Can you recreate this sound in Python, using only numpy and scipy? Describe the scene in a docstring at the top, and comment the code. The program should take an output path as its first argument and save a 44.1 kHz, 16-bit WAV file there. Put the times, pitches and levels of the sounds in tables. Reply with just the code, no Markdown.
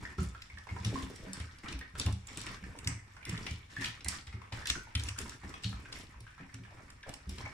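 """Small room, wooden floor, close to a phone: a litter of puppies crowds round a bowl of dry kibble.
Paws thud (board flex driving damped modes); claws and kibble click (noise snaps, pitched crunches).
Wet mouths smack (gliding pop, resonant squelch, crackle); scuffling is dense grains, skids are dull scuffs.
Faint house rumble and hiss lie beneath. Diffuse reflections follow all but the low thuds and the ambience."""
import sys
import numpy as np
from scipy import signal
from scipy.fft import rfft, irfft, next_fast_len
from scipy.io import wavfile
from scipy.ndimage import uniform_filter1d

SR = 44100
rng = np.random.default_rng(int(sys.argv[2]) if len(sys.argv) > 2 else 0)


def unload_wav(signal):
    """Save mono or channel-first audio to the path in sys.argv[1] as 16-bit WAV at rate SR, clipped to [-1, 1]."""
    wavfile.write(
        sys.argv[1],
        SR,
        np.round(np.clip(np.atleast_2d(signal).T, -1, 1) * 32767).astype(np.int16),
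    )


N = 332055

# paws landing: t/s, relative thud level/dB, flex f/Hz, relative knock level/dB
PAW_LANDINGS = [(0.009, -51, 57.3, -61), (0.182, -33, 76, -41.5), (0.213, -39, 157, -50),
                (0.26, -40.5, 68, -73), (0.526, -48.5, 74, -67.5), (0.711, -37, 86, -53.5),
                (0.798, -43, 86, -53), (0.855, -32, 97.5, -44.5), (0.927, -67, 118, -42),
                (1.018, -44.5, 64, -50), (1.267, -54, 252, -49.5), (1.397, -39.5, 82, -61),
                (1.734, -39.5, 56, -54.5), (1.937, -50, 78.1, -57.5), (2.055, -27.5, 88.7, -46.5),
                (2.121, -33, 89, -54), (2.371, -41.5, 260, -55), (2.468, -46, 270, -56),
                (2.625, -46.5, 60, -52.5), (2.859, -35.5, 93, -46.5), (2.913, -41.5, 111, -63),
                (3.283, -40, 94, -44.5), (3.326, -39, 153, -48), (3.504, -38.5, 81.7, -53),
                (3.781, -43, 117, -50), (3.879, -51.5, 125, -59.5), (4.05, -40.5, 69, -52.5),
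                (4.268, -46, 70.0, -75), (4.337, -41, 93.7, -58), (4.523, -42.5, 98, -57),
                (4.694, -40.5, 63, -54.5), (4.949, -31, 81.7, -50.5), (5.041, -38, 74.6, -62),
                (5.099, -39, 86.5, -71), (5.22, -49, 66.5, -54.5), (5.432, -49, 74.5, -53.5),
                (5.647, -34, 102, -45.5), (5.73, -44.5, 60.7, -54), (6.153, -49, 56.3, -70),
                (6.208, -49, 112, -69), (6.402, -53, 207, -53), (6.537, -47, 102, -58),
                (6.598, -47.5, 112, -57.5), (7.267, -41.5, 62.4, -52), (7.309, -42, 65.6, -56),
                (7.428, -43, 89.5, -59)]
# claw and kibble contacts: t/s, relative snap level/dB, relative crunch level/dB, piece f/Hz, left-right/dB
CLICK_EVENTS = [(0.419, -37, -47, 2100, -2), (0.584, -47.5, -54, 3170, -11), (0.8479, -23.5, -40, 3400, 3),
                (1.16, -34.5, -60, 2300, -5.5), (1.332, -24.5, -49.5, 6000, 4),
                (1.3997, -36.5, -51, 2200, -2.5), (1.584, -46, -59, 5660, -6),
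                (1.683, -59, -44, 2940, -3.5), (1.725, -34, -47.5, 2630, -3), (1.79, -32, -53, 2420, -4),
                (1.9854, -33, -67, 5750, -7), (1.997, -16.5, -37.5, 5400, -1.5),
                (2.0129, -27, -41, 3460, 1), (2.0624, -23.5, -40.5, 3380, -2), (2.1253, -35, -55, 3550, -7),
                (2.2702, -34.5, -63, 2220, -5), (2.3723, -25, -44, 2480, 5), (2.4146, -28, -50, 2280, -1),
                (2.4647, -33.5, -46, 2180, -9), (2.7871, -34.5, -48, 2200, -8),
                (2.8446, -36, -51, 3820, -1), (2.8726, -16, -35.5, 2100, -1.5),
                (3.252, -25.5, -49, 2200, 3), (3.2936, -29, -48, 2290, -4), (3.3764, -36, -45, 3740, 3),
                (3.465, -34, -41.5, 2400, -2), (3.5098, -29.5, -52, 2280, 2), (3.8422, -47, -35, 2170, -7),
                (3.8565, -58, -37, 3100, 5), (4.006, -57, -53, 2280, 3), (4.0453, -25, -50, 2100, -3),
                (4.0837, -18, -47, 5530, -11), (4.2704, -37.5, -53, 2270, 1), (4.5224, -46, -42, 2400, -7),
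                (4.6556, -31, -41, 2080, 0), (4.6708, -21.5, -39, 3300, -2),
                (4.699, -16.5, -25.5, 3600, -6), (4.9513, -26, -33, 3200, -5), (4.995, -29, -44, 3280, 1),
                (5.0358, -24.5, -58, 3170, -2), (5.0861, -27.5, -41, 2590, -3),
                (5.1875, -20.5, -50, 2170, 8), (5.2942, -26, -59, 5350, 2), (5.4931, -34.5, -62, 2260, 3),
                (5.635, -33, -45, 4640, 2), (5.6415, -37, -37.5, 3850, -6), (5.925, -36, -45.5, 4840, -2.0),
                (6.2038, -41, -60, 2200, -3), (6.5415, -33, -58, 2210, -2), (6.9019, -42, -61, 5160, -10),
                (7.0292, -67, -50, 2180, 6), (7.0921, -33, -52, 2210, -5), (7.1383, -35, -49.5, 2520, -8),
                (7.2931, -30.5, -58, 5030, 3), (7.3819, -59, -47, 4000, -2.0)]
# lips and tongues: t/s, relative level/dB, mouth f/Hz, left-right/dB, clear share/1
SMACK_EVENTS = [(0.052, -31, 1843, 3, 0.72), (0.186, -38, 1340, -8, 0.45), (0.348, -42, 1340, -7, 0.41),
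                (0.5, -43, 2215, 0, 0.63), (0.573, -41.5, 1780, -5.5, 0.66), (0.67, -40, 970, -8, 0.29),
                (0.689, -38, 2170, 0.5, 0.33), (0.765, -37.5, 972, -3, 0.54),
                (0.957, -34.5, 1060, -11, 0.53), (1.273, -47.5, 1185, 7, 0.48),
                (1.634, -41.5, 2120, 0.0, 0.3), (1.659, -40, 1280, 0.5, 0.64), (1.811, -35, 1810, -2, 0.38),
                (1.953, -33, 1420, 2, 0.19), (2.471, -34, 1800, 0, 0.17), (2.638, -36.5, 1790, -7, 0.31),
                (2.753, -43.5, 940, -5, 0.41), (3.166, -40, 1490, -7, 0.19), (3.228, -43.5, 2340, -9, 0.37),
                (3.262, -41, 2030, -2, 1), (3.294, -35.5, 2280, 2, 0.29), (3.466, -32.5, 2280, 12.5, 0.34),
                (3.766, -31, 1770, 1, 0.65), (3.797, -39, 1970, 16.5, 0.5), (3.821, -37.5, 1810, 18, 0.7),
                (4.061, -33.5, 2000, -3, 0.4), (4.126, -39, 1490, -19, 0.29),
                (4.278, -41.5, 1965, -9.5, 0.31), (4.327, -40.5, 2180, 4, 0.26),
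                (4.417, -42.5, 1110, 11, 0.17), (4.522, -37, 910, 0.5, 0.23),
                (4.623, -40.5, 1780, -6, 0.56), (4.656, -38, 1780, -1, 0.6), (4.754, -36, 1470, -9, 0.68),
                (4.871, -47, 886, -3, 0.57), (5.161, -42.5, 1460, 8, 0.33), (5.184, -37, 1430, -15, 0.29),
                (5.257, -43, 990, -2, 0.34), (5.435, -47, 857, 4, 0.52), (5.54, -31.5, 1246, 1, 0.29),
                (5.728, -41, 1295, 8, 0.38), (5.856, -38, 1580, 0, 0.2), (5.956, -41, 2066, -15, 0.39),
                (6.267, -43.5, 1500, -1, 0.54), (6.38, -44, 1380, -4, 0.21),
                (6.408, -44.5, 2330, 0.5, 0.53), (6.5, -48, 2010, 0, 0.17), (6.636, -46, 2310, -2.0, 0.23),
                (6.65, -49.5, 1770, -12, 0.39), (7.035, -45, 1710, 2, 0.52), (7.405, -37, 1025, 0.0, 0.28),
                (7.459, -32.5, 2220, 1, 0.74)]
# shoves at the bowl: t/s, length/s, relative levels of claws/dB, kibble/dB, pads and coats/dB
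SHOVE_EVENTS = [(0.0, 0.039, -50.5, -47.5, -48.5), (0.037, 0.096, -57, -57, -57),
                (0.175, 0.066, -45.5, -53, -47.5), (0.693, 0.26, -57.5, -52.5, -52.5),
                (0.842, 0.042, -44, -62, -44.5), (0.935, 0.099, -46, -47.5, -46.5),
                (1.078, 0.37, -55, -58, -53), (1.337, 0.068, -48.5, -47.5, -52.5),
                (1.632, .1, -59, -47, -47), (1.973, 0.068, -45, -50, -46), (2.049, 0.03, -63, -47.5, -39.5),
                (2.275, .09, -48.5, -49.5, -52.5), (2.37, 0.18, -47.5, -47, -49.5),
                (2.607, 0.27, -66, -58, -51.5), (2.865, 0.065, -53, -48, -53.5),
                (3.26, 0.21, -50.5, -49, -50.5), (3.46, 0.079, -49, -64, -51.5),
                (3.694, 0.12, -52.5, -52.5, -57.5), (3.803, 0.07, -38.5, -43, -51),
                (4.077, 0.085, -42.5, -46, -52.5), (4.52, 0.088, -45.5, -45, -51.5),
                (4.671, 0.038, -37, -45.5, -55), (4.75, 0.016, -57, -57, -46.5),
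                (4.965, .1, -49.5, -51, -55.5), (5.061, 0.02, -44, -50, -46.5),
                (5.175, 0.046, -42, -52, -44), (5.255, 0.086, -50, -53.5, -54),
                (5.428, 0.11, -57.5, -51, -52.5), (5.619, 0.092, -48.5, -62, -51.5),
                (5.786, 0.15, -65, -56, -55), (5.915, 0.097, -47, -56, -51.5),
                (6.385, 0.063, -82, -50.5, -69), (6.527, 0.017, -77, -55, -74), (6.726, .12, -67, -79, -59),
                (7.064, 0.037, -57, -53.5, -50.5), (7.288, 0.12, -49, -58, -53),
                (7.376, 0.18, -57.5, -50, -54)]
# time constants after a shove: claws/s, kibble/s, pads/s
SHOVE_RELEASE_S = (0.041, 0.051, 0.046)
# fidgeting and chewing between shoves: relative levels of claws/dB, kibble/dB, pads/dB
IDLE_LEVELS_DB = (-63, -59, -64.5)
# pads skidding on the boards: t/s, length/s, relative level/dB, centre f/Hz
SKID_EVENTS = [(1.097, 0.018, -58, 447), (1.224, 0.063, -60, 470), (2.062, 0.039, -52, 850),
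               (2.749, 0.013, -58, 446), (4.517, 0.021, -56.5, 620), (6.71, 0.015, -57.5, 760),
               (6.787, 0.027, -66, 610), (7.06, 0.037, -54.5, 616), (7.119, 0.018, -56.5, 870),
               (7.453, 0.018, -48.5, 850)]
# low floorboard modes: f/Hz, relative level/dB, t60/s
BOARD_MODES = [(61.6, 4.5, 0.39), (69.5, -13, 0.62), (79.6, 8, 0.41), (98, 3, 0.62), (111.4, 17.5, 0.32)]
# upper floorboard modes: f/Hz, relative level/dB, t60/s
KNOCK_MODES = [(162.2, 0.5, 0.17), (191.3, 1, 0.22), (224, -9.5, 0.11), (266.4, -6, 0.27),
               (313.5, -14, 0.084), (370, -9.5, 0.14)]
# spectrum of a hard tip snapping: f/Hz, gain/dB
SNAP_COLOUR = [(1000, -31), (3000, -17.5), (5500, -3.5), (8000, 1.5), (10000, -0.5), (15000, -5)]
# spectrum of scratching claws: f/Hz, gain/dB
SCRATCH_COLOUR = [(300, -38), (1000, -26), (2200, -1.5), (3200, 0.5), (5500, -3), (9000, -6.5), (15000, 0)]
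# spectrum of chewing and of wet crackle: f/Hz, gain/dB
CHEW_COLOUR = [(400, -8.5), (700, -8), (1000, 0.5), (1400, -0.5), (2000, 2.5), (2500, -1.5), (3200, -7.5),
               (7000, -18)]
# spectrum of rubbing pads and coats: f/Hz, gain/dB
RUB_COLOUR = [(25, 2), (45, 5.5), (70, 7.5), (110, 8.5), (170, 0), (270, 3), (400, -2.5), (650, -12),
              (1200, -13.5), (4000, -23)]
# spectrum of the quiet house: f/Hz, gain/dB
AMBIENT_COLOUR = [(20, 5.5), (70, 15), (150, 5), (500, -26.5), (2000, -36.5), (5000, -47), (15000, -34.5)]
# reverberation of the room: f/Hz, t60/s
ROOM_T60_S = [(100, 0.04), (400, 0.39), (1200, 0.27), (3000, 0.37), (8000, 0.33), (15000, 0.091)]
# balance of the two ports: f/Hz, left-right/dB
PORT_BALANCE = [(400, 0), (1000, -0.5), (2200, 0), (4000, 4), (8000, -3.5), (15000, -5.5)]
# microphone response: f/Hz, gain/dB
MICROPHONE_RESPONSE = [(20, 7), (4500, 0), (5700, 4), (6500, -1.5), (7800, 1.5), (8500, -2.5), (9400, 1.5),
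                       (10400, -11), (12500, -14.5), (15000, -18)]

SHOVE_ATTACK_S = 0.0092
IDLE_SWING_DB, IDLE_CHANGES_PER_S = 2.5, 12
PORT_LAG_SAMPLES, PORT_LAG_SPREAD_SAMPLES = 3, 4.9  # mean left lead, scatter over the litter
TOP_HZ = 15600


def paws(cycles=0.77, settle=0.18, settle_s=0.023, flex_db=-3, boards_db=-5, knock_db=6,
         knock_room_db=-12, heel_s=0.0018, low_cut_hz=42):
    """A soft pad flexes its board for a few swings; the whole floor rings on as the weight settles."""
    thuds, knocks = np.zeros((2, N)), np.zeros((2, N))
    t = np.arange(SR // 2) / SR
    for s, db, hz, upper_db in PAW_LANDINGS:
        swings = t * hz / cycles
        flex = peak(swings ** 2 * np.exp(-1.5 * swings) * np.sin(2 * np.pi * hz * t))
        shuffle = rng.standard_normal(len(t)) * np.exp(-t / settle_s)
        boards = ring(BOARD_MODES, flex + 12 * settle * shuffle, t, np.ones(len(BOARD_MODES)))
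        add(thuds, s, undb(db) * (undb(flex_db) * flex + undb(boards_db) * boards))

        heel = t / heel_s * np.exp(-t / heel_s)
        spot = undb(5.1 * rng.standard_normal(len(KNOCK_MODES)))  # each spot favours other modes
        knock = ring(KNOCK_MODES, heel + 6 * settle * shuffle, t, spot)
        add(knocks, s, undb(upper_db + knock_db) * knock)
    high_pass = signal.butter(2, low_cut_hz, "high", fs=SR, output="sos")
    floor = signal.sosfilt(high_pass, thuds)
    return floor + knocks + undb(knock_room_db) * room(knocks)


def ring(modes, push, t, gains):
    """Modes driven by a force; neighbours swing in opposite senses and radiate by their speed."""
    response = np.zeros(len(t))
    for k, (gain, (hz, db, t60_s)) in enumerate(zip(gains, modes)):
        decay = np.exp(-np.log(1000) * t / t60_s)
        response += (-1) ** k * gain * undb(db) * np.cos(2 * np.pi * hz * t) * decay
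    return peak(signal.fftconvolve(push, response)[:len(t)])


def clicks(snap_rise_s=0.00049, crush_rise_s=0.0013, bounce_s=0.00211, bounce=1.0, skitter=0.16,
           skitter_s=0.012, crunch_hz=3000, crunch_q=5.4, shell=0.36, snap_db=-1, crunch_db=11,
           snap_room_db=-4, crunch_room_db=-1, crunch_pan=0.081):
    """A hard tip snaps, touches again and skitters to rest; the struck piece rings at its own pitch."""
    snaps, crunches = np.zeros((2, N)), np.zeros((2, N))
    t = np.arange(SR // 10) / SR
    for s, db, body_db, hz, pan_db in CLICK_EVENTS:
        crack, crumbs = rng.standard_normal((2, len(t)))
        again = int(SR * bounce_s * rng.uniform(0.6, 1.23))
        lag = port_lag()
        rest = skitter * unit(crumbs ** 3) * np.exp(-t / skitter_s)

        def strike(rise_s):
            """Noise under a contact pulse and its rebound, then the skitter."""
            touch = t / rise_s * np.exp(1 - t / rise_s)
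            return crack * (touch + bounce * np.roll(touch, again)) + rest

        tip = strike(snap_rise_s)
        crush = strike(crush_rise_s)  # duller, outlasts the snap
        body = resonate(resonate(crush, crunch_hz, 0.82), crunch_hz, 0.82)
        crunch = peak(body) + shell * peak(resonate(body, hz, crunch_q))
        add(snaps, s, undb(db + snap_db) * peak(colour(tip, SNAP_COLOUR)), pan_db, lag)
        add(crunches, s, undb(body_db + crunch_db) * peak(crunch), crunch_pan * pan_db, lag)
    return snaps + crunches + room(undb(snap_room_db) * snaps + undb(crunch_room_db) * crunches)


def smacks(open_s=0.0028, q=4, glide=0.034, wet=0.37, spit=1.1, spit_s=0.0085, seal=2.83,
           direct_db=-1, room_db=1.0):
    """A tongue pulls free with a wet crackle; the mouth cavity rings, sliding as the jaw moves."""
    out = np.zeros((2, N))
    t = np.arange(SR // 20) / SR
    for s, db, hz, pan_db, clear in SMACK_EVENTS:
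        release = np.sqrt(t / open_s) * np.exp(-t / open_s)
        film, bubbles = rng.standard_normal((2, len(t)))
        bubbles[0] = seal  # the seal breaks first, then smaller films burst
        pitch_hz = hz * (1 + glide * rng.choice([-1, 1]) * np.tanh(t / open_s - 1))
        pop = peak(release * np.sin(2 * np.pi * np.cumsum(pitch_hz) / SR))
        squelch = peak(resonate(film * release, hz, q))
        crackle = peak(colour(bubbles ** 3 * np.exp(-t / spit_s), CHEW_COLOUR))
        smack = clear * pop + wet * squelch + spit * (1 - clear) * crackle
        add(out, s, undb(db) * peak(smack), pan_db, port_lag())
    return undb(direct_db) * out + undb(room_db) * room(out)


def jostle(scratch_db=-6, chew_db=-5.0, rub_db=-4, scratch_room_db=1, chew_room_db=2, rub_room_db=-11):
    """Claws scratch, teeth grind kibble, pads rub: dense grains whose strength follows the scramble."""
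    claws, jaws, pads = scramble()
    scratch = tuned_grains(np.geomspace(1500, 11000, 6), rate_per_s=170, spread_db=4, grain_s=0.00053, q=2.6)
    chew = tuned_grains(np.geomspace(620, 2400, 8), rate_per_s=50, spread_db=3.0, grain_s=0.0024, q=3.1)
    rub = roughen(grains(rate_per_s=450, spread_db=4), grain_s=0.0074).mean(0)
    layers = ((colour(scratch, SCRATCH_COLOUR), claws, scratch_db, scratch_room_db),
              (colour(chew, CHEW_COLOUR), jaws, chew_db, chew_room_db),
              (colour(rub, RUB_COLOUR) * np.ones((2, 1)), pads, rub_db, rub_room_db))
    return sum(undb(db) * effort * unit(x + undb(wet_db) * room(x)) for x, effort, db, wet_db in layers)


def scramble():
    """Strength of claws, kibble, pads: each shove sets in fast, holds, dies away over a restless idle."""
    t = np.arange(N) / SR
    power = np.array([undb(db + IDLE_SWING_DB * wander(IDLE_CHANGES_PER_S)) ** 2 for db in IDLE_LEVELS_DB])
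    for s, length_s, *levels_db in SHOVE_EVENTS:
        attack = np.clip((t - s) / SHOVE_ATTACK_S, 0, 1)
        after_s = np.clip(t - s - length_s, 0, 1)
        for part, (db, release_s) in enumerate(zip(levels_db, SHOVE_RELEASE_S)):
            power[part] += (undb(db) * attack * np.exp(-after_s / release_s)) ** 2
    return np.sqrt(power)


def wander(rate_per_s):
    """Random levels, one per period, joined by steady ramps."""
    period = int(SR / rate_per_s)
    steps = np.repeat(rng.standard_normal(N // period + 1), period)
    return uniform_filter1d(steps, period)[:N]


def grains(rate_per_s, spread_db):
    """Random tiny contacts of very unequal size, each somewhere between left and right."""
    count = int(rate_per_s * N / SR)
    when, size, place = rng.random((count, 3)).T
    size = undb(-spread_db * np.log(np.maximum(size, .01)))
    angle = place * np.pi / 2
    out = np.zeros((2, N))
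    out[:, (when * N).astype(int)] = size * np.array([np.cos(angle), np.sin(angle)])
    return out


def roughen(contacts, grain_s):
    """Each contact drags on as a tiny burst of friction noise."""
    envelope = signal.lfilter([1], [1, -np.exp(-1 / (grain_s * SR))], contacts)
    return envelope * rng.standard_normal(N)


def tuned_grains(pitches_hz, rate_per_s, spread_db, grain_s, q):
    """Separate streams of grains, each ringing at its own pitch."""
    return sum(resonate(roughen(grains(rate_per_s, spread_db), grain_s), hz, q) for hz in pitches_hz)


def skids(q=1.36, fade_s=0.0062, room_db=-4):
    """A pad catches and slips in quick uneven steps, giving a short dull scuff."""
    out = np.zeros((2, N))
    t = np.arange(SR // 6) / SR
    slips = roughen(grains(rate_per_s=710, spread_db=5.5).mean(0), grain_s=0.0012)
    for s, length_s, db, hz in SKID_EVENTS:
        scuff = unit(resonate(resonate(slips, hz, q), hz, q))[:len(t)]
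        slips = np.roll(slips, len(t))  # other slips for the next skid
        fade = np.exp(-np.maximum(t - length_s, 0) / fade_s)
        add(out, s, undb(db) * scuff * fade, 0, port_lag())
    return out + undb(room_db) * room(out)


def room(x, build_s=0.0017):
    """Diffuse reflections build up quickly and die band by band, unrelated at the two ports."""
    t = np.arange(SR // 2) / SR
    spectrum = rfft(rng.standard_normal((2, len(t))))
    octave = np.log2(np.clip(np.fft.rfftfreq(len(t), 1 / SR), 125, 16000) / 125)
    tail = 0
    for k in range(8):
        band = irfft(spectrum * np.maximum(1 - np.abs(octave - k), 0), len(t))
        t60_s = lookup(ROOM_T60_S, 125 * 2 ** k)
        tail = tail + band * np.exp(-np.log(1000) * t / t60_s)
    tail = unit(tail * (1 - np.exp(-t / build_s))) / np.sqrt(len(t))
    return signal.fftconvolve(x.mean(0)[None], tail, axes=1)[:, :N]


def ambience(level_db=-62):
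    """Faint house rumble, alike at both ports, under a thin hiss that differs between them."""
    mid, side = rng.standard_normal((2, N))
    side = colour(side, [(100, -85), (600, 25.5)])
    return undb(level_db) * unit(colour(np.array([mid + side, mid - side]), AMBIENT_COLOUR))


def port_lag():
    """Path difference in samples for one random spot near the bowl."""
    return PORT_LAG_SAMPLES + PORT_LAG_SPREAD_SAMPLES * rng.standard_normal()


def add(track, s, sound, pan_db=0, lag=0):
    """Put a sound on both channels; lag (samples) is its extra path to the right port."""
    for channel, side in enumerate((1, -1)):
        start = max(int(s * SR) + channel * int(lag), 0)
        part = sound[:max(N - start, 0)]
        track[channel, start:start + len(part)] += part * undb(side * pan_db / 2)


def undb(db):
    """dB to amplitude ratio."""
    return 10 ** (np.asarray(db) / 20)


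def unit(x):
    """Scale to rms 1."""
    return x / np.sqrt(np.mean(x ** 2))


def peak(x):
    """Scale to peak 1."""
    return x / np.max(np.abs(x))


def lookup(points, hz):
    """Read (f/Hz, value) points on a log-frequency axis."""
    f, value = np.transpose(points)
    return np.interp(np.log(hz + 1), np.log(f), value)


def colour(x, points):
    """Filter by (f/Hz, gain/dB) points."""
    size = next_fast_len(x.shape[-1] + SR // 20)
    gain = undb(lookup(points, np.fft.rfftfreq(size, 1 / SR)))
    return irfft(rfft(x, size) * gain, size)[..., :x.shape[-1]]


def resonate(x, hz, q):
    """A two-pole resonance."""
    return signal.lfilter(*signal.iirpeak(hz, q, fs=SR), x)


def scene():
    """The whole litter feeding, over the quiet of the house."""
    return paws() + clicks() + smacks() + jostle() + skids() + ambience()


def record(dry):
    """The phone's two ports differ in balance over frequency; its response ripples the treble, cut at the top."""
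    ports = np.array([colour(x, [(hz, side * db / 2) for hz, db in PORT_BALANCE])
                      for x, side in zip(dry, (1, -1))])
    heard = colour(ports, MICROPHONE_RESPONSE)
    low_pass = signal.ellip(8, .2, 70, TOP_HZ, fs=SR, output="sos")
    return signal.sosfilt(low_pass, heard)


dry = scene()
out = record(dry)
unload_wav(out)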